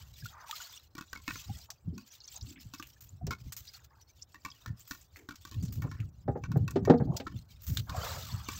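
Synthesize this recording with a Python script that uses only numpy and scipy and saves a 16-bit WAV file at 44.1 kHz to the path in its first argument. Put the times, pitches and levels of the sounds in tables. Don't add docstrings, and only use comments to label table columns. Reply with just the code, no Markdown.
import sys
import numpy as np
from scipy import signal
from scipy.fft import rfft, irfft, next_fast_len
from scipy.io import wavfile

SR = 44100
rng = np.random.default_rng(int(sys.argv[2]) if len(sys.argv) > 2 else 0)


def to_wav(s):
    ch = np.atleast_2d(s).T
    pcm = np.round(np.clip(ch, -1, 1) * 32767)
    wavfile.write(sys.argv[1], SR, pcm.astype(np.int16))


N = 378805
TIME = np.arange(N) / SR

# start_s, level_db, settled_pitch_hz
THUDS = [(0.233, -32.5, 101), (1.323, -40.5, 101), (1.501, -28.5, 129), (1.879, -25.5, 161),
         (2.427, -33.5, 99.5), (2.654, -38, 100), (3.132, -40.5, 89.5), (3.238, -26, 139),
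         (3.275, -27.5, 114), (3.409, -41.5, 121), (3.468, -34, 122), (4.699, -29, 101), (5.569, -25.5, 89),
         (5.632, -22.5, 156), (5.788, -24.5, 132), (5.841, -25.5, 137), (5.998, -24, 101.5),
         (6.282, -23, 120), (6.502, -19, 124), (6.562, -14, 137), (6.599, -18, 100.4), (6.637, -21, 138),
         (6.823, -16, 138), (7.015, -17.5, 132), (7.096, -20, 150), (7.344, -28, 107), (7.709, -21, 92.5),
         (7.792, -25.5, 94), (7.974, -29, 80), (8.177, -34, 107), (8.328, -23, 90.4)]


def from_db(db):
    return 10 ** (np.asarray(db) / 20)


def to_db(power):
    return 10 * np.log10(power + 1e-18)


def rms_one(x):
    return x / np.sqrt(np.mean(x ** 2) + 1e-20)


def peak_one(x):
    return x / np.max(np.abs(x))


def in_time(rows):
    time_s, *columns = np.transpose(rows)
    return [np.interp(TIME, time_s, column) for column in columns]


def add(track, start_s, sound):
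    at = max(round(start_s * SR), 0)
    track[at:at + len(sound)] += sound[:max(N - at, 0)]


def coloured(x, spectrum):
    size = 2 * next_fast_len(len(x) // 2 + 2048)
    hz, db = np.transpose(spectrum)
    grid_hz = np.maximum(np.arange(size // 2 + 1) * SR / size, 1)
    gain = from_db(np.interp(np.log(grid_hz), np.log(hz), db))
    cepstrum = irfft(np.log(gain))
    cepstrum[1:size // 2] *= 2
    cepstrum[size // 2 + 1:] = 0
    response = np.exp(rfft(cepstrum))
    return irfft(rfft(x, size) * response)[:len(x)]


def high_passed(x, corner_hz):
    return signal.sosfilt(signal.butter(4, corner_hz, "high", fs=SR, output="sos"), x)


def brightened(x, corner_hz, gain_db):
    treble = signal.sosfilt(signal.butter(1, corner_hz, "high", fs=SR, output="sos"), x)
    return x + (from_db(gain_db) - 1) * treble


def drift(rate_hz):
    step = 40
    r = np.exp(-2 * np.pi * rate_hz * step / SR)
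    noise = rng.standard_normal(N // step + 2002)
    slow = signal.lfilter([1], [1, -2 * r, r * r], noise)[2000:]
    return np.interp(np.arange(N) / step, np.arange(len(slow)), rms_one(slow))


def dying(t, t60):
    return np.exp(-np.log(1000) * t / max(t60, 1e-3))


def struck(modes, t, scatter_db, phase_spread=0):
    ring = np.zeros(len(t))
    for hz, db, t60_s in modes:
        gain = from_db(db + scatter_db * rng.standard_normal())
        ring += gain * dying(t, t60_s) * np.sin(2 * np.pi * (hz * t + phase_spread * rng.random()))
    return ring


def slaps(contact_t60_s=0.023, splash_t60_s=0.1, splash_db=1.5, spray_t60_s=0.067, spray_band_hz=(1200, 4200)):
    # start_s, level_db, spray_level_db
    slap_events = [(3.267, -35, -44), (5.844, -36, -61), (6.278, -21, -57), (6.353, -27.5, -77),
                   (6.555, -27.5, -65), (6.757, -15.5, -38.5), (6.873, -17, -54), (6.897, -5.5, -27.5),
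                   (6.933, -14, -48), (6.998, -25.5, -65), (7.198, -31.5, -35)]
    # freq_hz, level_db, t60_s
    hull_modes = [(162, -8, .2), (241, 0, .18), (268, 1.5, .2), (392, -2, .19), (474, -2.5, .18),
                  (510, -5, .13), (587, -15, .12), (722, -10, .16), (805, -8.5, .16), (893, -14, .11),
                  (1220, -19, .15)]
    # freq_hz, level_db
    splash_spectrum = [(40, -33), (290, 7.5), (820, -1.5), (1000, -14), (1700, -17), (4000, -64)]
    out, t = np.zeros(N), TIME[:SR // 3]
    wetting = 1 - dying(t, contact_t60_s)
    spray_band = signal.butter(2, spray_band_hz, "band", fs=SR, output="sos")
    for start_s, db, spray_db in slap_events:
        boom = peak_one(struck(hull_modes, t, scatter_db=5, phase_spread=0.95) * wetting)
        gush = rng.standard_normal(len(t)) * wetting
        splash = from_db(splash_db) * peak_one(coloured(gush * dying(t, splash_t60_s), splash_spectrum))
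        spray = signal.sosfilt(spray_band, gush * dying(t, spray_t60_s))
        add(out, start_s, from_db(db) * peak_one(boom + splash) + from_db(spray_db) * peak_one(spray))
    return out


def thuds(swell_cycles=0.54, sag_cycles=0.41):
    out, t = np.zeros(N), TIME[:SR // 6]
    for start_s, db, hz in THUDS:
        age = hz * t / swell_cycles
        cycles = hz * t + sag_cycles * (1 - np.exp(-age))
        throb = np.sin(2 * np.pi * cycles) * age ** 2 * np.exp(-age)
        add(out, start_s, from_db(db - 5.0) * peak_one(high_passed(throb, hz / 2)))
    return out


def heave_db(swell_db=2.5, churn_db=-8.5, churn_lead_s=0.017, churn_t60_s=0.24):
    # time_s, level_db
    swell = [(0.0, -55.5), (0.16, -59.5), (0.67, -72.5), (1.5, -58), (2.03, -74), (3.35, -57.5),
             (4.04, -67.5), (5.38, -68.5), (5.77, -39), (6.17, -54.5), (6.72, -35.5), (6.96, -34.5),
             (7.11, -50), (7.61, -57.5), (7.92, -47), (8.59, -51.5)]
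    power = from_db(in_time(swell)[0] + swell_db) ** 2
    for start_s, db, _ in THUDS:
        build_up = np.exp(np.minimum(TIME - start_s, 0) / churn_lead_s)
        churn = build_up * dying(np.maximum(TIME - start_s, 0), churn_t60_s)
        power += (from_db(db + churn_db) * churn) ** 2
    return to_db(power)


def heave(level_db, hard_push_hz=95, calm_hz=105):
    # freq_hz, level_db
    rumble_spectrum = [(20, -62.5), (40, -10.5), (70, 2.5), (115, 1), (170, -8), (260, -19), (450, -35.5),
                       (1200, -54), (4000, -85.5)]
    hard = np.interp(level_db, [-42, -33], [0, 1])
    calm = np.interp(level_db, [-60, -48], [1, 0])
    idle, gentle, squeezed = (rms_one(coloured(rng.standard_normal(N), rumble_spectrum)) for _ in range(3))
    deep = rms_one(signal.sosfilt(signal.butter(2, calm_hz, fs=SR, output="sos"), idle))
    high = high_passed(squeezed, hard_push_hz)
    rumble = np.sqrt(calm) * deep + np.sqrt(1 - hard - calm) * gentle + np.sqrt(hard) * high
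    lumps_db = 2.8 * drift(18)
    return from_db(level_db - 1.5 + lumps_db) * rumble


def knocks(crack_t60_s=0.013, tail_t60_s=0.15, tail_db=-17, contact_t60_s=0.0031, crack_db=-4.0):
    # start_s, level_db, treble_shelf_db
    knock_events = [(0.9517, -34.5, 0.5), (0.9802, -33, -2), (1.0092, -30, 0.5), (1.1298, -26, 1),
                    (1.158, -37, -9), (1.1735, -39.5, 3), (1.2786, -21, -1.5), (1.3063, -30.5, -22),
                    (1.3555, -34, 0.5), (1.979, -36, 30), (2.737, -29.5, 8.5), (2.7978, -29.5, -1.5),
                    (3.3078, -23.5, -4.5), (4.344, -40, -4), (4.4495, -27, -2), (4.66, -30, 1.5),
                    (4.9098, -26, 4.5), (5.2882, -30.5, -3.5), (5.308, -34, -4), (5.451, -31.5, 8),
                    (5.5123, -34, 5), (5.8213, -35, -11), (5.914, -34, -4), (6.4373, -32.5, -18),
                    (6.5171, -31.5, -5), (6.6784, -26.5, -1), (6.851, -27.5, -2), (7.269, -29.5, -12.5),
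                    (7.895, -28.5, 1), (8.4865, -24, 2)]
    # freq_hz, level_db, t60_s
    joint_modes = [(295, -2, 0.032), (1110, -1.5, 0.032), (1450, 2.5, 0.016), (1800, -6, 0.026),
                   (2250, -7.5, 0.034), (2560, -5.5, 0.022), (5850, -16, 0.03), (6700, -15, 0.025)]
    # freq_hz, level_db
    crack_spectrum = [(2000, -1), (3000, 9.5), (4200, 10), (15000, -3)]
    out, t = np.zeros(N), TIME[:SR // 5]
    shiver = from_db(5.5 * np.minimum(drift(110), 2))
    hollow = signal.butter(2, [500, 930], "bandstop", fs=SR, output="sos")
    for start_s, db, treble_db in knock_events:
        grains = rng.laplace(size=len(t)) * (1 - dying(t, contact_t60_s))
        crack = grains * dying(t, crack_t60_s)
        ragged = np.roll(shiver, -round(start_s * SR))[:len(t)]
        tail = grains * from_db(tail_db) * ragged * dying(t, tail_t60_s)
        slip = crack + tail
        load = 1 + .028 * rng.standard_normal()
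        modes = struck(joint_modes, t * load, scatter_db=5)
        ring = signal.sosfilt(hollow, signal.fftconvolve(slip, modes)[:len(t)])
        knock = rms_one(ring) + from_db(crack_db) * rms_one(coloured(slip, crack_spectrum))
        add(out, start_s, from_db(db) * peak_one(brightened(knock, 2300, treble_db)))
    return out


def breaking(start_s, curl_s, wash_s, growth, fade_db):
    curled = np.clip((TIME - start_s) / curl_s, 0, 1)
    washing_s = np.maximum(TIME - start_s - curl_s, 0)
    draining = dying(np.maximum(washing_s - wash_s, 0), 0.18)
    return curled ** growth * from_db(-fade_db * washing_s / wash_s) * draining


def water_db(run_off_foam_db=3.5, run_off_gurgle_db=-8):
    # time_s, level_db
    run_off_curve = [(0.0, -95.5), (0.62, -46.5), (0.8, -62.5), (0.87, -79), (1.22, -74), (1.45, -55),
                     (1.84, -84.5), (2.27, -62.5), (3.2, -77.5), (3.85, -64.5), (4.04, -80.5),
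                     (4.42, -79.5), (4.75, -68), (5.07, -77.5), (5.68, -72), (6.24, -87.5), (7.4, -69),
                     (8.11, -79), (8.59, -48)]
    # start_s, curl_s, wash_s, gurgle_level_db, foam_level_db
    wavelets = [(-0.03, 0.018, 0.15, -60, -46.5), (0.15, 0.032, 0.3, -93, -56),
                (0.291, 0.13, 0.16, -49, -73), (1.264, 0.12, 0.16, -82, -47),
                (2.042, 0.044, 0.18, -92, -56.5), (3.6, 0.054, 0.69, -85, -66),
                (4.569, 0.098, 0.18, -67, -59), (7.866, 0.18, 0.51, -41.5, -38)]
    run_off_db, = in_time(run_off_curve)
    gurgling = from_db(run_off_db + run_off_gurgle_db) ** 2
    foaming = from_db(run_off_db + run_off_foam_db) ** 2
    for start_s, curl_s, wash_s, gurgle_db, foam_db in wavelets:
        gurgle_shape = breaking(start_s, curl_s, wash_s, growth=0.46, fade_db=16.5)
        foam_shape = breaking(start_s, curl_s, wash_s, growth=1.2, fade_db=17.5)
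        gurgling += (from_db(gurgle_db) * gurgle_shape) ** 2
        foaming += (from_db(foam_db) * foam_shape) ** 2
    return to_db(gurgling), to_db(foaming)


def bubble_cloud(per_s, low_hz, high_hz, cycles, spread_db):
    born = rng.random(N) < per_s / SR
    size_gain = from_db(spread_db * np.minimum(rng.exponential(1, N), 3))
    impulses = born * size_gain * rng.choice([-1, 1], N)
    pitches_hz = np.geomspace(low_hz, high_hz, 70)
    dealt, out = rng.integers(0, len(pitches_hz), N), np.zeros(N)
    for k, hz in enumerate(pitches_hz):
        r, w = np.exp(-np.log(1000) * hz / (cycles * SR)), 2 * np.pi * hz / SR
        own = impulses * (dealt == k) + 1e-18
        out += hz * signal.lfilter([1, -1], [1, -2 * r * np.cos(w), r * r], own)
    return rms_one(out)


def gurgle(level_db, small_wave_hz=900):
    # freq_hz, level_db
    gurgle_spectrum = [(150, -13.5), (350, 0.5), (600, 14.5), (900, 10.5), (1300, 12), (2000, -0.5),
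                       (3200, -24), (8000, -63)]
    big = np.interp(level_db, [-49.5, -45.5], [0, 1])
    cloud = bubble_cloud(per_s=900, low_hz=380, high_hz=3000, cycles=70, spread_db=3.0)
    rush = .5 * rng.standard_normal(N)
    full = rms_one(coloured(cloud + rush, gurgle_spectrum))
    return from_db(level_db - 1.0) * (big * full + (1 - big) * high_passed(full, small_wave_hz))


def swarms(patchy_db=10.5, swarm_rate_hz=24):
    edges_hz, out = np.geomspace(1200, 9000, 36), np.zeros(N)
    grains = rng.laplace(size=(2, N))
    for k, band_hz in enumerate(zip(edges_hz, edges_hz[1:])):
        swarm = signal.sosfilt(signal.butter(2, band_hz, "band", fs=SR, output="sos"), grains[k % 2])
        out += swarm * from_db(patchy_db * np.minimum(drift(swarm_rate_hz), 2.5))
    return rms_one(out)


def foam(level_db, patter_db=4.0, lapping_db=7.5, swarms_db=-1, thick_top_db=-4):
    # freq_hz, level_db
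    fizz_spectrum = [(900, -21), (1800, -8), (2800, -1), (4500, 2), (7000, 0), (15000, -2.5)]
    thick = np.interp(level_db, [-58, -45], [0, 1])
    uneven = 1 - thick / 2
    patter = rms_one(rng.laplace(size=N) * from_db(patter_db * uneven * drift(60)))
    lapping = from_db(lapping_db * uneven ** 2 * np.minimum(drift(12), 1))
    fizz = rms_one(coloured(patter + from_db(swarms_db) * uneven * swarms(), fizz_spectrum))
    return from_db(level_db + 1.84) * lapping * brightened(fizz, 7100, thick * thick_top_db)


def spurts(crack_t60_s=0.002, tail_db=-13, swarm_db=-2, landing_t60_s=0.0032):
    # start_s, level_db, patter_t60_s, bubble_pitch_hz
    spurt_events = [(0.511, -24.5, 0.035, 3350), (0.5546, -35.5, 0.23, 4100), (1.5715, -39, 0.11, 8200),
                    (1.703, -31.5, 0.065, 5740), (2.8254, -33, 0.11, 2760), (2.868, -43.5, 0.18, 14000),
                    (3.007, -42, 0.23, 14000), (3.268, -32, 0.055, 5700), (3.5222, -29, 0.061, 9100),
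                    (3.566, -31.5, 0.14, 13500), (4.795, -44, 0.12, 14600), (4.876, -41.5, 0.37, 14400),
                    (5.0123, -45, 0.098, 7800), (5.16, -40, 0.21, 2080), (5.356, -42, 0.095, 5270),
                    (5.5418, -45.5, 0.082, 3640), (5.6256, -41.5, 0.16, 7400), (5.6521, -42.5, 0.1, 6600),
                    (5.6827, -43.5, 0.037, 4870), (5.724, -36, 0.16, 13800), (5.82, -39.5, 0.06, 14800),
                    (6.002, -41.5, 0.074, 2560), (6.5722, -42, 0.03, 13900), (6.708, -30, 0.039, 8900),
                    (7.165, -27, 0.1, 5500), (7.62, -39.5, 0.32, 14500), (7.667, -32, 0.52, 14700),
                    (7.7715, -18, 0.073, 3920)]
    # freq_hz, level_db
    spray_spectrum = [(300, -59), (1200, -9), (2200, -10.5), (3500, -9.5), (6500, -2.5), (15000, -9)]
    out, t = np.zeros(N), TIME[:SR // 4]
    lumps = from_db(3.5 * np.minimum(drift(70), 2))
    for start_s, db, t60_s, hz in spurt_events:
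        ragged = np.roll(lumps, -round(start_s * SR))[:len(t)]
        patter = from_db(tail_db) * ragged * dying(t, t60_s)
        grains = rng.laplace(size=len(t)) * (dying(t, crack_t60_s) + patter)
        swarm = signal.lfilter(*signal.iirpeak(hz, 4, fs=SR), grains)
        spurt = peak_one(coloured(grains, spray_spectrum)) + from_db(swarm_db) * peak_one(swarm)
        landing = 1 - dying(t, landing_t60_s)
        add(out, start_s, from_db(db + 2.5) * peak_one(spurt * landing))
    return out


def bubble_cluster(hz, length_s, pitch_spread, cycles, half_rise_per_s, count):
    age_s = np.maximum(TIME[:SR // 3] - length_s * rng.beta(1, 2, (count, 1)), 0)
    pitches_hz = hz * np.exp(pitch_spread * rng.standard_normal((count, 1)))
    turns = pitches_hz * age_s * (1 + half_rise_per_s * age_s)
    rings = np.sin(2 * np.pi * turns) * (1 - np.exp(-turns)) * dying(turns, cycles)
    return peak_one(rng.random(count) @ rings)


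def sloshes(pitch_spread=0.223, cycles=38, half_rise_per_s=0.71):
    # start_s, level_db, pitch_hz, length_s
    slosh_events = [(1.553, -57, 770, 0.09), (1.684, -50, 882, 0.047), (1.92, -40.5, 244, 0.078),
                    (2.336, -53, 830, 0.063), (2.458, -46, 259, 0.17), (2.557, -46.5, 2290, 0.048),
                    (3.739, -55, 1540, 0.083), (3.904, -57.5, 1190, 0.11), (5.153, -62.5, 940, 0.084),
                    (5.168, -55, 350, 0.13), (5.828, -43, 984, 0.052), (5.964, -53.5, 1590, 0.08),
                    (7.03, -32.5, 275, 0.15), (7.067, -39, 678, 0.13)]
    out = np.zeros(N)
    for start_s, db, hz, length_s in slosh_events:
        cluster = bubble_cluster(hz, length_s, pitch_spread, cycles, half_rise_per_s, count=44)
        add(out, start_s, from_db(db) * cluster)
    return out


def drips(length_s=0.022, pitch_spread=0.13, cycles=90, half_rise_per_s=3.5):
    # start_s, level_db, bubble_pitch_hz
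    drip_events = [(0.187, -57, 4460), (2.2026, -43.5, 5000), (2.237, -43, 5720), (2.277, -37.5, 6100),
                   (2.279, -46, 4160), (2.359, -33.5, 7200), (2.409, -39, 5230), (3.0886, -44, 6900),
                   (3.675, -40.5, 4340), (4.211, -35, 5940), (4.501, -41.5, 5050), (6.9756, -49, 4920)]
    out = np.zeros(N)
    for start_s, db, hz in drip_events:
        cluster = bubble_cluster(hz, length_s, pitch_spread, cycles, half_rise_per_s, count=12)
        add(out, start_s, from_db(db) * cluster)
    return out


def plops(cycles=42, half_rise_per_s=1.07):
    # start_s, level_db, initial_pitch_hz
    plop_events = [(0.223, -58.5, 1630), (0.256, -46, 1400), (0.348, -63, 940), (0.439, -56, 930),
                   (0.494, -48, 880), (0.527, -44, 1220), (0.602, -50, 1440), (1.494, -52, 778),
                   (2.964, -69, 1700), (3.212, -55, 700), (7.266, -41, 1300), (7.945, -43.5, 719),
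                   (7.991, -49, 1230)]
    out, t = np.zeros(N), TIME[:SR // 6]
    for start_s, db, hz in plop_events:
        envelope = peak_one(dying(t, cycles / hz) * (1 - dying(t, 0.045)))
        ring = np.sin(2 * np.pi * hz * t * (1 + half_rise_per_s * t))
        add(out, start_s, from_db(db + 8.0) * envelope * ring)
    return out


def sea(level_db=-75.5):
    # freq_hz, level_db
    sea_spectrum = [(20, -10), (300, -5), (700, -6.5), (1500, -12), (4000, -42), (15000, -22.5)]
    return from_db(level_db) * rms_one(coloured(rng.standard_normal(N), sea_spectrum))


def stereo_smear(x, smear_t60_s=0.035):
    # freq_hz, level_db
    width_spectrum = [(500, -44), (1100, -23), (8000, -22.5)]
    t = TIME[:SR // 20]
    smear = rng.standard_normal(len(t)) * dying(t, smear_t60_s)
    return coloured(signal.fftconvolve(x, smear / np.linalg.norm(smear))[:N], width_spectrum)


def scene():
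    gurgle_db, foam_db = water_db()
    boat = slaps() + thuds() + heave(heave_db()) + knocks() + sloshes()
    water = gurgle(gurgle_db) + foam(foam_db) + spurts() + drips() + plops() + sea()
    mid = boat + water
    side = stereo_smear(mid)
    return np.array([mid + side, mid - side])


def record(dry, cutoff_hz=15700):
    # freq_hz, gain_db
    microphone_response = [(20, 1.5), (7300, -1), (8200, -6), (9300, -18), (11300, -11), (12500, -2.5),
                           (15000, 3)]
    heard = np.array([coloured(channel, microphone_response) for channel in dry])
    return signal.sosfilt(signal.ellip(10, .2, 80, cutoff_hz, fs=SR, output="sos"), heard)


dry = scene()
out = record(dry)
to_wav(out)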